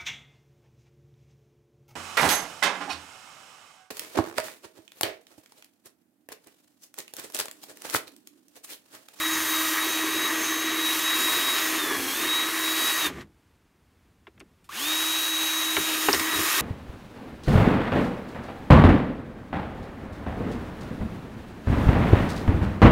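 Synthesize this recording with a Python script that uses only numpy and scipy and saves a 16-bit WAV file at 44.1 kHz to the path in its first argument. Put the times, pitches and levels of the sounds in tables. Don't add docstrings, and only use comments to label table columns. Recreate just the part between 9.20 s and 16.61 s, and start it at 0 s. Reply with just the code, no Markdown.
import sys
import numpy as np
from scipy.fft import rfft, irfft, next_fast_len
from scipy.io import wavfile
from scipy.ndimage import map_coordinates

SR = 44100
rng = np.random.default_rng(int(sys.argv[2]) if len(sys.argv) > 2 else 0)


def dump(signal):
    limited = np.clip(np.atleast_2d(signal).T, -1, 1)
    pcm = np.round(limited * 32767).astype(np.int16)
    wavfile.write(sys.argv[1], SR, pcm)


N = 326777

# start_s, end_s, full_sag_hz
BIT_BITES = [(0.049, 0.45, 2.92), (0.451, 0.952, 1.135), (1.751, 2.104, 1.49), (2.099, 2.549, 2.62),
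             (2.568, 2.915, 54.5), (6.499, 6.9, 4.1), (7.13, 7.408, 6.1)]
# time_s, rattle_db, scrape_db, hiss_db
WORKLOAD = [(0.0, -35, -33.5, -33.5), (0.4, -33, -33, -29.5), (0.96, -33.5, -34, -34),
            (0.99, -34.0, -31.5, -33.5), (1.19, -34.5, -33.5, -33.5), (1.59, -33.5, -33.5, -35.5),
            (1.67, -32.5, -35.5, -31.5), (1.87, -30.5, -34, -31), (1.95, -32.5, -32.5, -29.5),
            (2.4, -30.5, -33.5, -29.5), (2.7, -35.5, -33, -34.5), (2.93, -35.0, -38.5, -32.5),
            (3.03, -33.5, -31.5, -32.5), (3.33, -34.5, -35, -33.5), (3.61, -31.5, -32.5, -29.5),
            (3.84, -30.5, -33.0, -31), (5.66, -32.5, -40.5, -31), (6.43, -33.5, -38.5, -32.0),
            (6.91, -31.5, -38.5, -30.5), (6.94, -40, -32.5, -31), (6.99, -35.5, -33.5, -32.5),
            (7.4, -28.5, -32, -27.5)]
# time_s, level_db
ROTOR_HUM = [(0.0, -40), (0.05, -37), (0.56, -38.0), (0.88, -34), (1.04, -43), (1.16, -35), (1.95, -35.5),
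             (2.2, -47.5), (2.25, -37.5), (2.3, -50), (2.35, -40.5), (2.58, -38.0), (2.91, -41),
             (2.98, -52), (3.03, -42), (3.54, -39), (3.76, -50.5), (3.84, -38), (5.66, -37.5), (5.71, -37),
             (5.99, -42), (7.07, -34.5), (7.12, -41.5), (7.17, -41), (7.4, -54)]
# time_s, level_db
PINION_WHINE = [(0.0, -35.0), (0.08, -30.5), (0.2, -40.5), (0.35, -32), (0.53, -42), (0.76, -32),
                (0.88, -39), (0.99, -30.5), (1.06, -32.0), (1.19, -50), (1.29, -36.5), (1.54, -38.5),
                (1.69, -25.5), (1.79, -43), (1.87, -30.5), (2.3, -28.0), (2.53, -47.0), (2.6, -34),
                (2.85, -44.5), (3.13, -28), (3.23, -29.5), (3.33, -42.5), (3.49, -27.5), (3.54, -35.5),
                (3.66, -28), (3.84, -33), (5.66, -32.5), (5.71, -29.5), (6.43, -30.0), (7.02, -40.5),
                (7.14, -35.5), (7.25, -43), (7.4, -36)]
# time_s, level_db
UPPER_WHINE = [(0.0, -50.5), (0.05, -43), (1.09, -44), (1.24, -35.5), (1.74, -51), (1.84, -41), (2.2, -55),
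               (2.5, -40), (2.68, -51), (2.8, -67), (2.85, -54.5), (3.64, -54.5), (3.76, -40), (3.84, -46),
               (5.66, -56), (5.71, -44), (6.4, -37.5), (6.68, -47), (7.4, -47)]
# time_s, level_db
BEARING_WHISTLE = [(0.0, -54.5), (0.33, -36), (1.06, -51.5), (2.45, -42.0), (2.68, -58.0), (2.8, -48.5),
                   (3.28, -55.5), (3.66, -43), (3.84, -47.5), (5.66, -51.5), (5.76, -50.0), (7.4, -47.0)]
# multiple_of_shaft_speed, level_db (against hiss_db)
WEAK_TONES = [(2, -23), (3, -19.5), (4, -16), (5, -19), (8.33, -17), (10, -19), (15, -22), (22, -26),
              (24, -28), (29, -20.5), (30, -22.5), (31, -23), (35, -21.5), (37, -21), (39, -20), (40, -19),
              (41, -23.5)]
# frequency_hz, gain_db
GEAR_CASE = [(200, -42), (500, -12.5), (800, -6.5), (1250, -3), (1750, -2), (2130, -6.5), (2450, 1),
             (2850, -1), (3300, -1.5), (4100, -4.5), (4600, -11), (6600, -9.5), (9000, -16.5), (16000, -43)]
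# frequency_hz, gain_db
FAN_SPECTRUM = [(2500, -24.5), (4300, -3), (4950, -3.5), (5700, -3), (6900, -1), (7750, -5.5), (8700, -3.5),
                (9500, -1.5), (10400, -5.5), (11300, -2), (12600, -2), (13600, -5), (14400, -2),
                (15800, -7.5)]
# extra_path_m, level_db
CLOSE_ECHOES = [(0.191, -12), (.31, -21), (.47, -12.5), (.74, -16.5)]
# pitch_hz, width_hz, gain_db
RIM_MODES = [(974, 236, -4.5), (1166, 191, 1), (1573, 230, -2.5), (1852, 290, -0.5), (2276, 210, -5)]
# pitch_hz, width_hz, gain_db
WALL_MODES = [(262, 45, -4.5), (325, 34.5, 2.5), (385, 59, -1), (472, 73, -7), (677, 220, -15)]
# time_s, shake_db
BIT_PRESSURE = [(0, -9), (.7, 0), (1.8, 1.5), (3.0, 0.5), (3.84, -2), (5.66, -2), (6.5, -4.5), (6.65, 2.5),
                (7.41, -0.5)]
# peak_s, thud_db, drum_db, half_length_s
BUCKET_SHIFTS = [(0.18, -54.5, -57, 0.073), (0.694, -62, -39, .025), (1.045, -64, -42, 0.032),
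                 (2.787, -50, -46, 0.06), (3.042, -55, -48, 0.058), (3.882, -51.5, -40, 0.052),
                 (3.988, -40.5, -47, 0.053), (5.215, -57, -67.5, 0.089), (6.599, -44, -46, 0.028),
                 (6.95, -42, -49, 0.069), (7.193, -39.5, -34, 0.035), (7.4, -53.5, -47, .05)]
# frequency_hz, gain_db
THUD_SPECTRUM = [(20, -33), (45, -12), (65, -0.5), (95, 2), (120, -4.5), (170, 1.5), (230, -2.5),
                 (400, -24), (1000, -56.5)]
# frequency_hz, gain_db
YARD_SPECTRUM = [(20, -22), (40, -6), (70, 0), (120, -5), (300, -10), (550, -19), (1100, -20), (2300, -24),
                 (4500, -31), (8000, -34), (15800, -38)]
# start_s, level_db, centre_hz, width_octaves, t60_s, boom_db (against the clack)
KNOCKS_AND_CHIRP = [(3.895, -49.5, 398, 1, 0.073, 12.5), (3.983, -46, 500, 1.6, 0.066, 0),
                    (4.008, -46, 1490, 1.5, 0.045, -11.5), (5.069, -44.5, 1410, 1.1, 0.051, -6.5),
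                    (5.178, -56.5, 1900, 0.73, .022, -9), (5.197, -59, 7970, 0.54, .008, -20.5),
                    (5.2017, -47.5, 2200, 1.8, 0.025, -4.5), (5.208, -48, 1600, 1, 0.04, -7),
                    (5.443, -60, 4500, 2.1, .16, -18), (5.491, -44, 1148, 0.21, 0.067, -28.5),
                    (6.5668, -19, 1500, 1, 0.044, -12.5), (6.886, -14, 960, 1.25, 0.045, -12),
                    (6.9298, -17.5, 5260, 0.17, 0.012, -17), (6.933, -22.5, 2000, 2, 0.11, -9.5),
                    (6.946, -23.5, 4000, 1.6, 0.044, -20), (6.996, -24, 2500, 1.7, .035, -15.5)]
CLACK_MODES = [430, 610, 850, 1080, 1400, 1800, 2300, 2750, 3600, 5300, 8100]

FREE_HZ = 319.6
RELEASE_S, BRAKE_S, REST_S, RESTART_S = 3.812, 3.87, 4.02, 5.49
SCRAPE_RISE_DB = 22


def amp(db):
    return 10 ** (np.asarray(db) / 20)


def unit(x):
    return x / np.sqrt(np.mean(x ** 2) + 1e-20)


def curves(rows):
    times, *columns = np.transpose(rows)
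    return [np.interp(np.arange(N) / SR, times, column) for column in columns]


def wobble(rate):
    return map_coordinates(rng.standard_normal(int(N * rate / SR) + 4), [np.arange(N) * rate / SR])


def filtered(x, response):
    size = next_fast_len(x.shape[-1] + 8192)
    return irfft(rfft(x, size) * response(np.fft.rfftfreq(size, 1 / SR)), size)[..., :x.shape[-1]]


def coloured(x, spectrum):
    hz, db = np.transpose(spectrum)
    return unit(filtered(x, lambda f: amp(np.interp(np.log(f + 1), np.log(hz + 1), db))))


def resonate(x, modes):
    def body(f):
        peaks = sum((-1) ** k * amp(db) * 1j * f * width / (hz * hz - f * f + 1j * f * width)
                    for k, (hz, width, db) in enumerate(modes))
        return peaks * (1j * f / (1j * f + modes[0][0] / 2)) ** 2
    return filtered(x, body)


def impacts(rate, scatter, spread_db):
    cycles = np.cumsum(rate) / SR
    timing, size = rng.standard_normal((int(cycles[-1]), 2)).T
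    at = np.interp(np.arange(len(timing)) + scatter * timing, cycles, np.arange(N)).astype(int)
    return np.bincount(at, amp(spread_db * size) * rng.choice([-1, 1], len(at)), N)


def spin_up(half_speed_s=.045, climb_s=.045):
    since = np.arange(N) / SR - RESTART_S
    return np.where(since < 0, 1, 1 / (1 + np.exp((half_speed_s - np.maximum(since, 0)) / climb_s)))


def sag(drag_s=.135, recover_s=.067):
    t = np.arange(N) / SR
    return sum(depth * (1 - np.exp(-np.clip(t - on, 0, off - on) / drag_s))
               * np.exp(-np.maximum(t - off, 0) / recover_s) for on, off, depth in BIT_BITES)


def shaft_speed(slowing_hz_per_s=330):
    t = np.arange(N) / SR
    slowing = slowing_hz_per_s * np.clip(t - RELEASE_S, 0, REST_S - RELEASE_S) * (t < RESTART_S)
    return (FREE_HZ * spin_up() - slowing - sag()) * (1 + .0007 * wobble(20) + .0008 * wobble(5))


def run_gain(rise_db, coast_db, braking_s=.049, dying_db_per_s=650):
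    t = np.arange(N) / SR
    braking_db = coast_db * np.clip((t - BRAKE_S) / braking_s, 0, 1)
    dying_db = dying_db_per_s * np.clip(t - REST_S, 0, .5)
    return amp(np.where(t < RESTART_S, braking_db - dying_db, rise_db * np.log10(spin_up())))


def motor_tones(angle):
    _, scrape_db, hiss_db = curves(WORKLOAD)
    grip = amp(scrape_db - scrape_db.mean()) + .02 * sag()

    def level(table, waver_db, rate):
        return amp(curves(table)[0] + waver_db * wobble(rate))

    def tone(order, flutter_db, slip_rad):
        flutter = amp(flutter_db * grip * wobble(45))
        return unit(flutter * np.sin(order * angle + slip_rad * wobble(70)))

    hum = level(ROTOR_HUM, grip, 14) * tone(order=1, flutter_db=1.96, slip_rad=.11)
    whine = level(PINION_WHINE, grip, 12) * tone(12, 1.17, .15)
    chirp = amp(-36.5) * (1 - spin_up()) * resonate(tone(12, 2.5, .5), RIM_MODES)
    sixth = amp(scrape_db - 7) * tone(6, 1.5, .58)
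    neighbours = amp(-10.5) * tone(19, 4, .6) + amp(-6) * tone(21, 3.5, .5)
    upper = level(UPPER_WHINE, 1.2 * grip, 8) * (tone(20, 1, .5) + neighbours)
    weak = amp(hiss_db) * sum(amp(db + 2 * wobble(2.5)) * tone(order, 1, .85) for order, db in WEAK_TONES)
    whistle = level(BEARING_WHISTLE, 1.2, 6) * tone(44.85, 2, 1.4)
    return (chirp + run_gain(rise_db=63, coast_db=-62.5) * whine
            + run_gain(rise_db=95, coast_db=-51) * (hum + sixth + upper + weak + whistle))


def gear_rattle(speed, angle, level_db):
    teeth = impacts(12 * speed, scatter=.25, spread_db=3) * (1 + .2 * np.sin(angle))
    level = amp(level_db + .83 * wobble(30)) * run_gain(rise_db=23, coast_db=-20)
    return level * coloured(teeth, GEAR_CASE)


def fan_hiss(angle, level_db):
    air = rng.standard_normal(N) * (1 + .2 * np.sin(2 * angle)) * amp(.73 * wobble(400))
    level = amp(level_db + .82 * wobble(12)) * run_gain(rise_db=48, coast_db=-31)
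    return level * reflected(coloured(air, FAN_SPECTRUM), sway_m=.017)


def reflected(x, sway_m):
    echoes = np.zeros(N)
    for path_m, db in CLOSE_ECHOES:
        delay = (path_m + sway_m * wobble(1.6)) * SR / 343
        echoes += amp(db) * map_coordinates(x, [np.arange(N) - delay], order=3)
    return (x + echoes) / np.sqrt(1 + sum(amp(db) ** 2 for _, db in CLOSE_ECHOES))


def bit_scrape(speed, angle, level_db):
    chuck = np.sin(angle / 13)
    chips = impacts(7 * speed, scatter=.6, spread_db=4) * amp(.6 * chuck + 1.1 * wobble(60))
    level = amp(level_db + .9 * wobble(14)) * run_gain(SCRAPE_RISE_DB, coast_db=-14.5)
    return level * unit(resonate(chips, RIM_MODES))


def drill():
    speed = shaft_speed()
    angle = 2 * np.pi * np.cumsum(speed) / SR
    rattle_db, scrape_db, hiss_db = curves(WORKLOAD)
    return (gear_rattle(speed, angle, rattle_db) + fan_hiss(angle, hiss_db)
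            + bit_scrape(speed, angle, scrape_db) + motor_tones(angle))


def bucket(sag_db_per_hz=.1344):
    t = np.arange(N) / SR
    scrape_db, pressure_db = curves(WORKLOAD)[1], curves(BIT_PRESSURE)[0]
    shake_db = pressure_db + .98 * (scrape_db - scrape_db.mean()) + sag_db_per_hz * sag()
    shake = amp(shake_db + 1.6 * wobble(14)) * run_gain(SCRAPE_RISE_DB, coast_db=-10)
    shift_thud, shift_drum = sum(amp([[thud_db], [drum_db]]) / (1 + ((t - peak_s) / half_s) ** 2) ** 1.5
                                 for peak_s, thud_db, drum_db, half_s in BUCKET_SHIFTS)
    wall = unit(resonate(impacts(np.full(N, 500), scatter=.6, spread_db=4), WALL_MODES))
    drumming = np.hypot(amp(-44) * shake, shift_drum) * wall
    thud_level = np.hypot(amp(-65) * shake, shift_thud) * amp(1.6 * wobble(23))
    return drumming + thud_level * coloured(rng.standard_normal(N), THUD_SPECTRUM)


def yard():
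    return amp(-63.5 + 1.2 * wobble(5)) * coloured(rng.standard_normal(N), YARD_SPECTRUM)


def knocks_and_chirp(attack_s=.00019, boom_t60_s=.039):
    out, t = np.zeros(N + SR), np.arange(SR // 4) / SR

    def unit_onset(x, seconds):
        return x / np.sqrt(np.mean(x[t < seconds] ** 2))

    for start_s, level_db, centre_hz, octaves, t60_s, boom_db in KNOCKS_AND_CHIRP:
        def reach(f):
            return np.exp(-.5 * np.abs(np.log2((f + 1) / centre_hz) / octaves) ** 3)

        ring = sum(reach(hz) * amp(rng.normal(0, .98)) * np.sin(2 * np.pi * (hz * t + rng.random()))
                   for hz in CLACK_MODES)
        crack = filtered(rng.standard_normal(len(t)), lambda f: reach(f) / np.sqrt(1 + f / centre_hz))
        clack = (unit(ring) + amp(5) * unit(crack)) * amp(-60 * t / t60_s) * (1 - np.exp(-t / attack_s))
        boom = resonate(rng.standard_normal(len(t)) * t * amp(-60 * t / boom_t60_s), WALL_MODES)
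        burst = unit_onset(clack, .005) + amp(boom_db) * unit_onset(boom, .02)
        out[round(start_s * SR):][:len(t)] += amp(level_db) * burst
    return out[:N]


def scene():
    return np.tile(drill() + bucket() + knocks_and_chirp() + yard(), (2, 1))


def record(dry):
    top_hz, edge_hz = 15760, 200
    return filtered(dry, lambda hz: np.clip((top_hz - hz) / edge_hz + .5, 0, 1))


dry = scene()
out = record(dry)
dump(out)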